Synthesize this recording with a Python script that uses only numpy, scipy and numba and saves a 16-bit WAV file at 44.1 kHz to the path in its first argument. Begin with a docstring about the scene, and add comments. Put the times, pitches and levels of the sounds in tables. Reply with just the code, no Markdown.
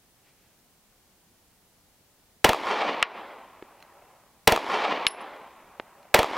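"""Three slow pistol shots crack and boom close by at an outdoor range. The earth backstop and nearby
posts slap each one back, then the wooded hillside rolls on with nearly the same echo every time.
After the first two shots the ejected brass case clangs on something hard and drops with a dull tap.
The pistol clicks between shots; a sleeve rustles over faint outdoor rumble and hiss.
The shots overload the microphone input, and a limiter briefly turns the sound down."""
import sys
import numpy as np
from scipy import signal
from scipy.fft import rfft, irfft, next_fast_len
from scipy.io import wavfile
from scipy.ndimage import uniform_filter1d, map_coordinates
from numba import njit

SR = 44100
rng = np.random.default_rng(int(sys.argv[2]) if len(sys.argv) > 2 else 0)


def wav_record(signal):
    """Record a signal, one row per channel, as 16-bit PCM in the file named by sys.argv[1]."""
    frames = np.transpose(np.atleast_2d(signal))
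    bounded = np.clip(frames, -1, 1)
    # unit amplitude maps onto the largest positive 16-bit level
    quanta = np.round(bounded * 32767).astype(np.int16)
    wavfile.write(sys.argv[1], SR, quanta)


N = 280917


def amp(db):
    """Turn decibels into a number to multiply by."""
    return 10 ** (np.asarray(db) / 20)


def unit(x):
    """Scale a signal to an average strength (rms) of 1."""
    return x / np.sqrt(np.mean(x ** 2) + 1e-20)


def along(points, hz):
    """Read between a table's (f/Hz, value) points on a log frequency axis."""
    freqs, values = np.transpose(points)
    return np.interp(np.log(hz + 1), np.log(freqs), values)


def fade(t, t60):
    """Start at t = 0 and die away by 60 dB every t60 seconds (the fade time)."""
    return (t >= 0) * np.exp(-np.log(1000) * np.abs(t) / t60)


def filtered(x, response):
    """Multiply each frequency in x by response(hz)."""
    n = x.shape[-1]
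    padded = next_fast_len(n + SR // 4)
    return irfft(rfft(x, padded) * response(np.fft.rfftfreq(padded, 1 / SR)), padded)[..., :n]


def noise(colour, n):
    """Noise of rms 1; the colour table says how strong the lows and highs are."""
    return unit(filtered(rng.standard_normal(n), lambda hz: amp(along(colour, hz))))


def add(track, s, sound):
    """Mix a sound into the track at s seconds."""
    part = track[round(s * SR):][:len(sound)]
    part += sound[:len(part)]


# colour of the background: f/Hz, relative level/dB
AIR_COLOUR = [(12, -48), (20, -5), (95, -4.5), (161, -7), (191, -3.5), (219, -6.5), (315, -9.5),
              (667, -12.5), (725, -11), (1130, -16), (2400, -19), (4070, -20), (15500, -22)]
# how alike left and right are: f/Hz, likeness (1 = the same)
AIR_LIKENESS = [(60, 0.79), (240, 0.87), (950, 0.84), (3770, 0.14), (15000, 0.04)]
def air(level_db):
    """Faint outdoor rumble common to both sides, under each microphone's own hiss."""
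    width = lambda hz: np.tan(np.arccos(np.clip(along(AIR_LIKENESS, hz), 0, 1)) / 2)
    shared = noise(AIR_COLOUR, N)
    side = filtered(noise(AIR_COLOUR, N), width)
    return amp(level_db) * np.array([shared + side, shared - side])


# sleeve movements: middle t/s, level/dB, half length/s
RUSTLES = [(0.278, -65.5, 0.025), (0.443, -72, 0.091)]
# colour of rubbing cloth: f/Hz, relative level/dB
CLOTH_COLOUR = [(500, -11), (1400, -9), (2500, -2), (3300, -10), (6000, -15), (16000, -30)]
def sleeve_rustles():
    """Cloth slides softly over cloth on the shooter's arm."""
    t = np.arange(N) / SR
    swells = sum(amp(db) * np.exp(-((t - s) / half) ** 2 / 2) for s, db, half in RUSTLES)
    return noise(CLOTH_COLOUR, N) * swells


# clicks of the pistol's moving parts: t/s, level/dB
CLICKS = [(3.804, -52), (3.8257, -42), (5.363, -52), (6.030, -54)]
# colour of a small metal hit: f/Hz, relative level/dB
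CLICK_COLOUR = [(300, -19.5), (1500, 1), (2700, -3.5), (4300, -11.5), (5200, -8), (9000, -23), (16000, -17)]
# tones of the pistol's steel: f/Hz, relative level/dB, fade time/s
STEEL_TONES = [(2720, -5, .012), (4100, -4.5, .02)]
def pistol_clicks(t60):
    """Small steel parts meet with a dry tick and ring for an instant."""
    track, t = np.zeros(N), np.arange(SR // 10) / SR
    ring = sum(amp(db) * np.sin(2 * np.pi * hz * t) * fade(t, life) for hz, db, life in STEEL_TONES)
    for s, db in CLICKS:
        tick = noise(CLICK_COLOUR, len(t)) * fade(t, t60)
        add(track, s, amp(db) * (tick + ring))
    return track


# cases landing on something soft: t/s, push level/dB, thud level/dB
LANDINGS = [(3.6247, -29, -32), (3.627, -32, -52), (5.7987, -14.5, -34), (5.802, -26.5, -70)]
def case_landings(push_s, cutoff_hz, thud_hz, thud_t60):
    """A case lands softly: one rounded push of air and a dead thud."""
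    track, t = np.zeros(N), np.arange(SR // 10) / SR
    push = (1 - t / push_s) * np.exp(-t / push_s)
    push = signal.sosfilt(signal.butter(4, cutoff_hz, fs=SR, output="sos"), push)
    push /= np.abs(push).max()
    thud = -np.sin(2 * np.pi * thud_hz * t) * fade(t, thud_t60)
    for s, push_db, thud_db in LANDINGS:
        add(track, s, amp(push_db) * push + amp(thud_db) * thud)
    return track


# cases hitting something hard: t/s, blow level/dB, snap f/Hz, low f/Hz, high f/Hz, brass level/dB
CLANGS = [(3.0272, -10.5, 3040, 580, 3540, -80.5), (5.0671, -11, 3400, 1800, 5030, -32)]
# tones of the struck surface: f/Hz, relative level/dB, fade time/s
SURFACE_TONES = [(786, -17, 0.045), (1130, -13, 0.14), (1400, -8.5, .04), (2100, -19, 0.055),
                 (2750, -13, 0.035), (2920, -4, 0.04), (3780, -13, 0.035), (4250, -10, 0.035),
                 (5200, -5.5, 0.03)]
# tones of the open brass case, the lower two beating together: f/Hz, relative level/dB, fade time/s
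BRASS_TONES = [(5259, -13, 0.26), (5340, -12, 0.221), (10920, 3, 0.21)]
def case_clangs(snap_db, snap_t60, rattle_db, rattle_t60, flutter_db, flutters_per_s):
    """A sharp snap rings the surface briefly; the brass case rings on, fluttering as it tumbles."""
    track, t = np.zeros(N), np.arange(SR // 2) / SR

    def ring(tones):
        return sum((-1) ** k * amp(db) * np.sin(2 * np.pi * hz * t) * fade(t, t60)
                   for k, (hz, db, t60) in enumerate(tones))

    for s, db, snap_hz, low_hz, high_hz, brass_db in CLANGS:
        snap = ring([(snap_hz, snap_db, snap_t60)])
        rattle = amp(rattle_db) * noise(CLICK_COLOUR, len(t)) * fade(t, rattle_t60)
        blow = snap + rattle + ring(SURFACE_TONES)
        # the way the case lands decides which pitches sound
        blow = signal.sosfilt(signal.butter(2, low_hz, "high", fs=SR, output="sos"), blow)
        blow = signal.sosfilt(signal.butter(4, high_hz, fs=SR, output="sos"), blow)
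        flutter = amp(flutter_db * map_coordinates(rng.standard_normal(200), [t * flutters_per_s]))
        add(track, s, amp(db) * blow + amp(brass_db) * flutter * ring(BRASS_TONES))
    return track


# echoes from the near ground, the hillside and the far woods:
# full at t/s after the shot, level/dB, rise/(dB/s), hold/s, fall/(dB/s)
SLOPES = [(0.011, -13, 1697, 0.012, 131), (.25, -27.5, 61, 0.15, 35.5), (1.4, -56, 15, .2, 27.5)]
# echoes from steep banks: t/s after the shot, level/dB
BANKS = [(0.273, -29.5), (.375, -25), (.444, -25.5)]
def echo_strength(t, bank_half_s=0.012):
    """Each slope's echo swells, holds and dies away; each bank adds a brief bump."""
    slopes = [amp(db - rise * np.maximum(s - t, 0) - fall * np.maximum(t - s - hold, 0))
              for s, db, rise, hold, fall in SLOPES]
    banks = [amp(db) * np.exp(-((t - s) / bank_half_s) ** 2 / 2) for s, db in BANKS]
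    return np.linalg.norm(slopes + banks, axis=0)


# colour of the rolling echo: f/Hz, relative level/dB
HILLSIDE_COLOUR = [(30, -54.5), (80, -33), (135, -27), (185, -12), (270, -6), (450, -2), (720, 2),
                   (1050, 2.5), (1500, -6.5), (2200, -5.5), (3200, -10), (5000, -17), (8000, -27),
                   (16000, -22.5)]
def hillside_roll(t, level_db, loss_db_per_s, loss_hz, lumpy_db, patchy_db):
    """Countless small echoes blend; the longer they travel, the more treble the air takes."""
    # single trunks and banks stand out as lumps a few milliseconds long
    lumps = amp(lumpy_db * unit(uniform_filter1d(rng.standard_normal(len(t)), size=260)))
    echoes = filtered(lumps * rng.standard_normal(len(t)), lambda hz: amp(along(HILLSIDE_COLOUR, hz)))
    hz, delay, slices = signal.stft(unit(echoes), SR, nperseg=1024)
    # each stretch of ground returns its own colour
    patches = uniform_filter1d(rng.standard_normal(slices.shape), size=3, axis=0)
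    patches = unit(uniform_filter1d(patches, size=5, axis=1))
    travel_s = 4.3 * np.tanh(delay / 4.3)  # the dulling slows down for late echoes
    loss_db = loss_db_per_s * (hz[:, None] / loss_hz) ** 2.02 * travel_s
    roll = signal.istft(slices * amp(patchy_db * patches - loss_db), SR, nperseg=1024)[1][:len(t)]
    return roll * amp(level_db) * echo_strength(t)


# echoes from posts and walls: t/s after the shot, level/dB
SLAPS = [(.0892, 3.5), (0.1026, 1), (.116, -14), (.1705, -8), (0.216, -13)]
# their colour, with little bass because they are small: f/Hz, relative level/dB
SLAP_COLOUR = [(100, -34), (400, 0), (800, 5), (1150, 6.5), (1600, -5.5), (2500, -5.5), (5000, -12.5),
               (16000, -27.5)]
def post_slaps(t, t60, loss_db_per_s, loss_hz):
    """Posts and walls each throw back a short, thin burst; the later, the duller."""
    track, slap_t = np.zeros(len(t)), t[:SR // 20]
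    for s, db in SLAPS:
        burst = rng.standard_normal(len(slap_t)) * fade(slap_t, t60)
        colour = lambda hz: amp(along(SLAP_COLOUR, hz) - loss_db_per_s * s * hz / loss_hz)
        add(track, s, amp(db) * filtered(burst, colour))
    return track


# colours of the bright crack and the deep boom: f/Hz, relative level/dB
CRACK_COLOUR = [(100, -37), (700, -18), (1500, 2), (2700, 2.5), (4500, -6.5), (8000, -14), (16000, -21.5)]
BOOM_COLOUR = [(20, -28.5), (70, -30), (160, -8), (260, -11.5), (400, 2.5), (720, 1.5), (1050, -5),
               (1450, -22.5), (2400, -10.5), (5000, -26), (16000, -50.5)]
def blast(t, muzzle_s, backstop_s, push_s):
    """A leading edge, the full muzzle blast, then its return from the earth backstop."""
    crack, boom = noise(CRACK_COLOUR, len(t)), noise(BOOM_COLOUR, len(t))

    def bang(s, crack_db, crack_t60, boom_db, boom_t60):
        return amp(crack_db) * crack * fade(t - s, crack_t60) + amp(boom_db) * boom * fade(t - s, boom_t60)

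    def push(s, db):
        """Air is shoved outward, then sucked back."""
        age = np.maximum(t - s, 0) / push_s
        return amp(db) * (t >= s) * (1 - age) * np.exp(-age)

    edge = bang(0, crack_db=-10, crack_t60=0.06, boom_db=-15.5, boom_t60=0.012)
    muzzle = bang(muzzle_s, crack_db=18, crack_t60=0.0093, boom_db=12, boom_t60=0.05)
    backstop = bang(backstop_s, crack_db=3.5, crack_t60=0.016, boom_db=-2.5, boom_t60=0.085)
    return edge + muzzle + push(muzzle_s, db=13.5) + backstop + push(backstop_s, db=7)


# the shots: t/s, relative level/dB
SHOTS = [(2.4434, -0.5), (4.4733, 0), (6.1418, 0.5)]
def pistol_shots(fresh_share):
    """Shooter and landscape stay put, so only a small share of each shot's energy is new."""
    track, t = np.zeros(N), np.arange(round(2.2 * SR)) / SR

    def shot():
        bang = blast(t, muzzle_s=0.0028, backstop_s=0.0482, push_s=0.0014)
        slaps = post_slaps(t, t60=0.011, loss_db_per_s=49, loss_hz=5000)
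        roll = hillside_roll(t, level_db=1, loss_db_per_s=15, loss_hz=5040, lumpy_db=1.46, patchy_db=2)
        return bang + slaps + roll

    usual = np.sqrt(1 - fresh_share) * shot()
    for s, db in SHOTS:
        add(track, s, amp(db) * (usual + np.sqrt(fresh_share) * shot()))
    return track


def scene():
    """Everything sits in the middle; only the background differs from left to right."""
    clangs = case_clangs(snap_db=22, snap_t60=0.001, rattle_db=-8, rattle_t60=0.12,
                         flutter_db=7, flutters_per_s=69)
    landings = case_landings(push_s=0.0003, cutoff_hz=3430, thud_hz=364, thud_t60=0.026)
    shots = pistol_shots(fresh_share=0.1)
    return shots + clangs + landings + pistol_clicks(t60=0.013) + sleeve_rustles() + air(level_db=-63.5)


@njit
def limiter_gain(level, threshold, attack_s, release_s):
    """The volume dives while the level is over the threshold and creeps back afterwards."""
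    attack, release = 1 / (attack_s * SR), 1 / (release_s * SR)
    gain, volume, peak = np.ones(len(level)), 1.0, 0.0
    for i in range(len(level)):
        peak = max(level[i], peak * (1 - release))
        volume += attack * (threshold / max(peak, threshold) - volume)
        gain[i] = volume
    return gain


def record(dry):
    """The overloaded input flattens the peaks; a limiter, reacting slightly late, turns them down."""
    ceiling, lag_s, top_hz = amp(-3), 0.0025, 15900
    clipped = dry / (1 + np.abs(dry / ceiling) ** 10) ** (1 / 10)
    late_level = np.pad(np.abs(clipped).max(axis=0), (round(lag_s * SR), 0))[:N]
    gain = limiter_gain(late_level, threshold=amp(-13.5), attack_s=0.0025, release_s=0.12)
    # trim the deepest rumble, then the highest treble
    limited = signal.sosfilt(signal.butter(1, 18, "high", fs=SR, output="sos"), clipped * gain)
    return filtered(limited, lambda hz: np.clip((top_hz - hz) / 500 + 0.5, 0, 1))


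dry = scene()
out = record(dry)
wav_record(out)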